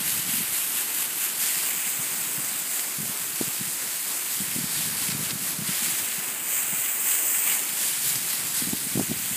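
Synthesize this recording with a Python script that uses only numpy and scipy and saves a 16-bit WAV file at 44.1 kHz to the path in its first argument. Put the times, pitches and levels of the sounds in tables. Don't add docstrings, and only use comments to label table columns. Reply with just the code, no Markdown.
import sys
import numpy as np
from scipy import signal
from scipy.fft import rfft, irfft, next_fast_len
from scipy.io import wavfile
from scipy.ndimage import uniform_filter1d, map_coordinates

SR = 44100
rng = np.random.default_rng(int(sys.argv[2]) if len(sys.argv) > 2 else 0)


def materialize(psi):
    bounded = np.clip(np.atleast_2d(psi).T, -1, 1)
    quanta = np.round(bounded * 32767).astype(np.int16)
    wavfile.write(sys.argv[1], SR, quanta)


N = 412776

# time in seconds, fizz level in dB, body over fizz in dB.
JET_LEVELS = [(0, -30.5, -6.5), (0.82, -30.5, -9), (1.39, -32.5, -10.5), (1.57, -27.5, -7),
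              (2.04, -28.5, -9.5), (2.89, -31.0, -10.5), (4.64, -29.5, -9), (5.63, -34.5, -10),
              (5.84, -27, -5.5), (6.43, -32.5, -8.3), (6.63, -28, -8), (6.99, -28.5, -12.5),
              (7.24, -25.4, -12.5), (7.55, -28.5, -14.5), (7.64, -28.5, -9.0), (8.46, -30, -10.5),
              (9.36, -30.4, -8.5)]
# peak time in seconds, fizz rise in dB, body rise over fizz rise in dB.
JET_SURGES = [(0.122, 5, -3), (0.345, 5.5, -2.5), (0.579, 4.9, -2.4), (0.771, 3.5, -0.8),
              (0.994, 4.2, -0.5), (1.231, 5.5, 0.5), (1.436, 6.2, -1), (1.692, 1, -1), (2.448, 1, -1.5),
              (2.769, 3, -0.7), (3.433, 1.7, 0.7), (4.141, 1, -2.5), (4.345, 1, -0.4), (4.791, 3.5, 1.9),
              (5.046, 4, 0.2), (5.26, 3.5, 1.5), (5.473, 5.3, 0.5), (5.691, 4.2, 2), (5.92, 1.5, -4),
              (6.536, 4.5, -2.3), (6.844, 3, -0.2), (7.106, 5, 1), (7.359, 3, -0.5), (7.503, 4.8, 6),
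              (7.854, 3.5, 0), (8.092, 4.5, -0.5), (8.301, 2.2, 1), (8.592, 3.5, 1.6), (9.295, 1.5, 0.5)]
# time in seconds, bearing from the microphone (-1 left, 0 ahead, 1 right).
JET_BEARING = [(0, -.8), (.4, -1), (1.25, -1.35), (1.5, .17), (1.8, 0.64), (2.2, 0.4), (3.3, .15),
               (4.2, .17), (5.1, -0.13), (5.45, -0.36), (6, 0.31), (6.65, 0.91), (7.45, 0.89), (7.8, .12),
               (8.7, 0.059), (9.36, 0.35)]
# frequency in Hz, relative dB from the left, ahead, the right.
JET_COLOUR = [(700, -6, -3.5, -6), (1270, -10.5, -9, -15.5), (2240, -6, -5, -7.5), (2950, -5, -6, -9.5),
              (3440, -7.5, -6, -16.5), (4300, -8.5, -5, -20), (4800, -8.5, -3.5, -16.5),
              (5660, -11.5, -7.5, -20.5), (6500, -7, -4.5, -8), (8100, -1.5, 0.5, 1), (9970, -4, -2, -8),
              (10400, -3.5, -2.5, -7.5), (12100, -0.5, -1, -10), (13500, -5, -5.5, -2),
              (15000, -9, -6, -1.5)]
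# start in seconds, strength in dB relative to the blast.
CLODS = [(1.921, 3), (2.7914, 5), (4.8988, 5.5), (5.0814, 7), (5.1004, 7), (5.1134, 5), (5.298, 4),
         (5.3054, 7.5), (5.675, 2), (6.8578, 3.5), (7.1142, 6), (7.5138, 5), (8.1485, 8.5), (8.302, 3)]
# time in seconds, level in dB.
RUSH_LEVELS = [(0, -40), (2.3, -40.5), (3.4, -42), (6.2, -40.5), (7.0, -41.5), (7.35, -38), (7.6, -41),
               (9.36, -45)]
# frequency in Hz, relative level in dB.
RUSH_SPECTRUM = [(30, -75), (110, -28), (200, -9.5), (330, -8.5), (520, -13.5), (900, -12), (1500, -10),
                 (3000, -20)]
# time in seconds, level in dB.
BREEZE_LEVELS = [(0, -45), (.38, -45.5), (.5, -54), (1.35, -58.5), (2.0, -54), (2.4, -51), (2.8, -64),
                 (3.2, -54), (3.7, -53), (4.22, -59), (4.4, -49), (4.85, -43), (5.7, -44.5), (6.1, -56),
                 (6.75, -54), (7.0, -63), (7.6, -57), (8.2, -46), (8.45, -50.5), (9.15, -42.5), (9.36, -43)]
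# frequency in Hz, relative level in dB.
PORT_SPECTRUM = [(20, -70), (50, -11.5), (130, 1.5), (200, 1.5), (300, -4.5), (500, -16), (1000, -31),
                 (2500, -80)]
# time in seconds, level in dB, pitch in Hz.
EDDIES = [(.011, -31.5, 207), (.192, -30, 168), (.294, -28, 183), (.34, -31, 215), (.384, -33, 220),
          (.409, -27, 194), (1.996, -34, 146), (2.383, -30, 162), (2.989, -29, 205), (3.005, -26, 150),
          (3.031, -26, 205), (3.059, -31, 183), (3.098, -28, 200), (3.413, -15.5, 278), (3.48, -30, 146),
          (3.613, -27, 196), (4.407, -25.5, 188), (4.422, -27.5, 165), (4.563, -20, 201),
          (4.589, -25.5, 218), (4.608, -27, 170), (4.642, -23, 181), (5.092, -26.5, 175),
          (5.128, -28.5, 185), (5.151, -26.5, 190), (5.194, -25.5, 180), (5.209, -24.5, 185),
          (5.333, -28, 162), (5.358, -26, 175), (5.591, -25.5, 174), (5.622, -25, 163), (5.694, -24, 178),
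          (5.827, -30, 215), (6.187, -32.5, 172), (6.733, -31, 175), (8.166, -27.5, 168),
          (8.622, -21.5, 238), (8.673, -26, 240), (8.69, -22, 170), (8.734, -16.5, 267), (8.87, -30, 220),
          (8.957, -17, 190), (8.976, -14.5, 238), (8.997, -11.5, 248), (9.012, -20.5, 308),
          (9.1, -21.5, 190), (9.116, -16.5, 245), (9.315, -28.5, 220)]

SURGE_RISE_S, SURGE_FALL_S = 0.07, 0.079
EDDY_MS, EDDY_HZ, EDDY_DB = 8.9, 185, -27
PITCH_EXPONENT, SHORTENING_PER_DB = 0.96, 0.038
FAINT_OVER_BREEZE_DB, FAINT_SPREAD_DB = 10.5, 3
TOP_HZ = 15290


def jet():
    flicker = amp(0.67 * wobble(400) + 0.41 * wobble(90) + 0.36 * wobble(25))
    gritty_noise = rng.standard_normal(N) + 0.39 * grit(per_second=1500, spread_db=4, top_db=16)
    blast = unit(flicker * gritty_noise) + clods()
    hz, t, spectrum = signal.stft(blast, SR, nperseg=256)
    patches = uniform_filter1d(rng.standard_normal(spectrum.shape), size=9, axis=0)
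    patches = uniform_filter1d(patches, size=20, axis=1)
    colour = bearing_colour(hz, t)
    fizz_db, body_over_db = flow(t)
    fizz, body = (hz > 5500) & (hz < TOP_HZ), (hz > 1300) & (hz < 4000)
    rms = lambda band: np.sqrt(np.sum(colour[band] ** 2, axis=0) / len(hz))
    body_share = along([(4000, 0.62), (5600, 0)], hz)[:, None]
    balance = (amp(body_over_db) / rms(body)) ** body_share / rms(fizz) ** (1 - body_share)
    level = amp(fizz_db + 0.82 * unit(patches))
    return signal.istft(spectrum * colour * balance * level, SR, nperseg=256)[1][:N]


def flow(t):
    s, fizz_db, body_over_db = np.transpose(JET_LEVELS)
    peak_s, *rise_db = np.transpose(JET_SURGES)
    since_peak = t - peak_s[:, None]
    width_s = np.where(since_peak < 0, SURGE_RISE_S, SURGE_FALL_S)
    fizz_swell, body_swell = np.array(rise_db) @ np.exp(-(since_peak / width_s) ** 2)
    return np.interp(t, s, fizz_db) + fizz_swell, np.interp(t, s, body_over_db) + body_swell


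def bearing_colour(hz, t):
    table = np.array(JET_COLOUR, float)
    left, ahead, right = (along(table[:, [0, k]], hz)[:, None] for k in (1, 2, 3))
    bearing = curve(JET_BEARING, t)
    colour_db = ahead + np.maximum(-bearing, 0) * (left - ahead) + np.maximum(bearing, 0) * (right - ahead)
    bass_cut_db = along([(100, -60), (350, -24.5), (900, -5.5), (1600, 1.0)], hz)[:, None]
    return amp(colour_db + bass_cut_db)


def grit(per_second, spread_db, top_db):
    at, size, polarity = rng.random((3, int(per_second * N / SR)))
    size_db = np.minimum(-spread_db * np.log(size), top_db)
    return unit(np.bincount((at * N).astype(int), amp(size_db) * np.sign(polarity - 0.5), N))


def clods():
    t, bursts = np.arange(SR // 20) / SR, np.zeros(N + SR)
    for s, db in CLODS:
        attack = 1 - np.exp(-t / 0.0017)
        bursts[round(s * SR):][:len(t)] += attack * amp(db - 60 * t / 0.036)
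    rattle = amp(4.5 * wobble(500)) * rng.standard_normal(N)
    return bursts[:N] * coloured(rattle, [(800, -6), (2000, 1), (5000, 3.0), (10000, -13)])


def rush():
    noise = coloured(rng.standard_normal(N), RUSH_SPECTRUM)
    return amp(curve(RUSH_LEVELS) + 1.37 * wobble(8)) * noise


def breeze():
    lumps = amp(0.9 * wobble(12) + 2.9 * wobble(45)) * rng.standard_normal(N)
    rumble = amp(curve(BREEZE_LEVELS)) * coloured(lumps, PORT_SPECTRUM)
    return rumble + eddy_thumps(EDDIES + faint_eddies(count=50))


def eddy_thumps(rows):
    lead = SR // 10
    t = np.arange(-lead, lead) / SR
    thumps, wakes = np.zeros((2, N + SR))
    for (s, db, hz), (swing_phase, crack_phase) in zip(rows, rng.random((len(rows), 2))):
        ms = EDDY_MS * (EDDY_HZ / hz) ** PITCH_EXPONENT * np.exp(-SHORTENING_PER_DB * (db - EDDY_DB))
        envelope = np.exp(-np.abs(2600 * t / ms / np.where(t < 0, 1, 1.6)) ** 1.85)
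        swing = np.cos(2 * np.pi * (hz * t * (1 - 8 * t) + swing_phase))
        crack = np.exp(-np.abs(t / 0.00083) ** 1.4) * np.cos(2 * np.pi * (2.4 * hz * t + crack_phase))
        wake = np.exp(-np.abs(t) / np.where(t < 0, 0.006, 0.016))
        thumps[round(s * SR):][:len(t)] += amp(db) * envelope * swing + amp(1.86 * db + 5.0) * crack
        wakes[round(s * SR):][:len(t)] += amp(db - 13.5) * wake
    swirl = coloured(rng.standard_normal(N), PORT_SPECTRUM)
    pressure = thumps[lead:][:N] + wakes[lead:][:N] * swirl
    return filtered(pressure, lambda hz: hz ** 4 / (hz ** 4 + 75 ** 4))


def faint_eddies(count):
    at, size, pitch = rng.random((count, 3)).T
    s = at * N / SR
    db = curve(BREEZE_LEVELS, s) + FAINT_OVER_BREEZE_DB + FAINT_SPREAD_DB * (2 * size - 1)
    return list(zip(s, db, EDDY_HZ * (0.73 + 0.45 * pitch)))


def amp(db):
    return 10 ** (np.asarray(db) / 20)


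def unit(x):
    return x / np.sqrt(np.mean(x ** 2) + 1e-20)


def along(points, hz):
    point_hz, values = np.transpose(points)
    return np.interp(np.log(hz + 1), np.log(point_hz + 1), values)


def curve(rows, t=None):
    return np.interp(np.arange(N) / SR if t is None else t, *np.transpose(rows))


def wobble(rate):
    return map_coordinates(rng.standard_normal(int(N * rate / SR) + 4), [np.arange(N) * rate / SR])


def filtered(x, response):
    size = next_fast_len(N + 8192)
    return irfft(rfft(x, size) * response(np.fft.rfftfreq(size, 1 / SR)), size)[..., :N]


def coloured(noise, points):
    return unit(filtered(noise, lambda hz: amp(along(points, hz))))


def scene():
    return (jet() + rush() + breeze())[None]


def record(dry):
    return filtered(dry, lambda hz: hz ** 2 / (hz ** 2 + 55 ** 2) * (hz < TOP_HZ))


dry = scene()
out = record(dry)
materialize(out)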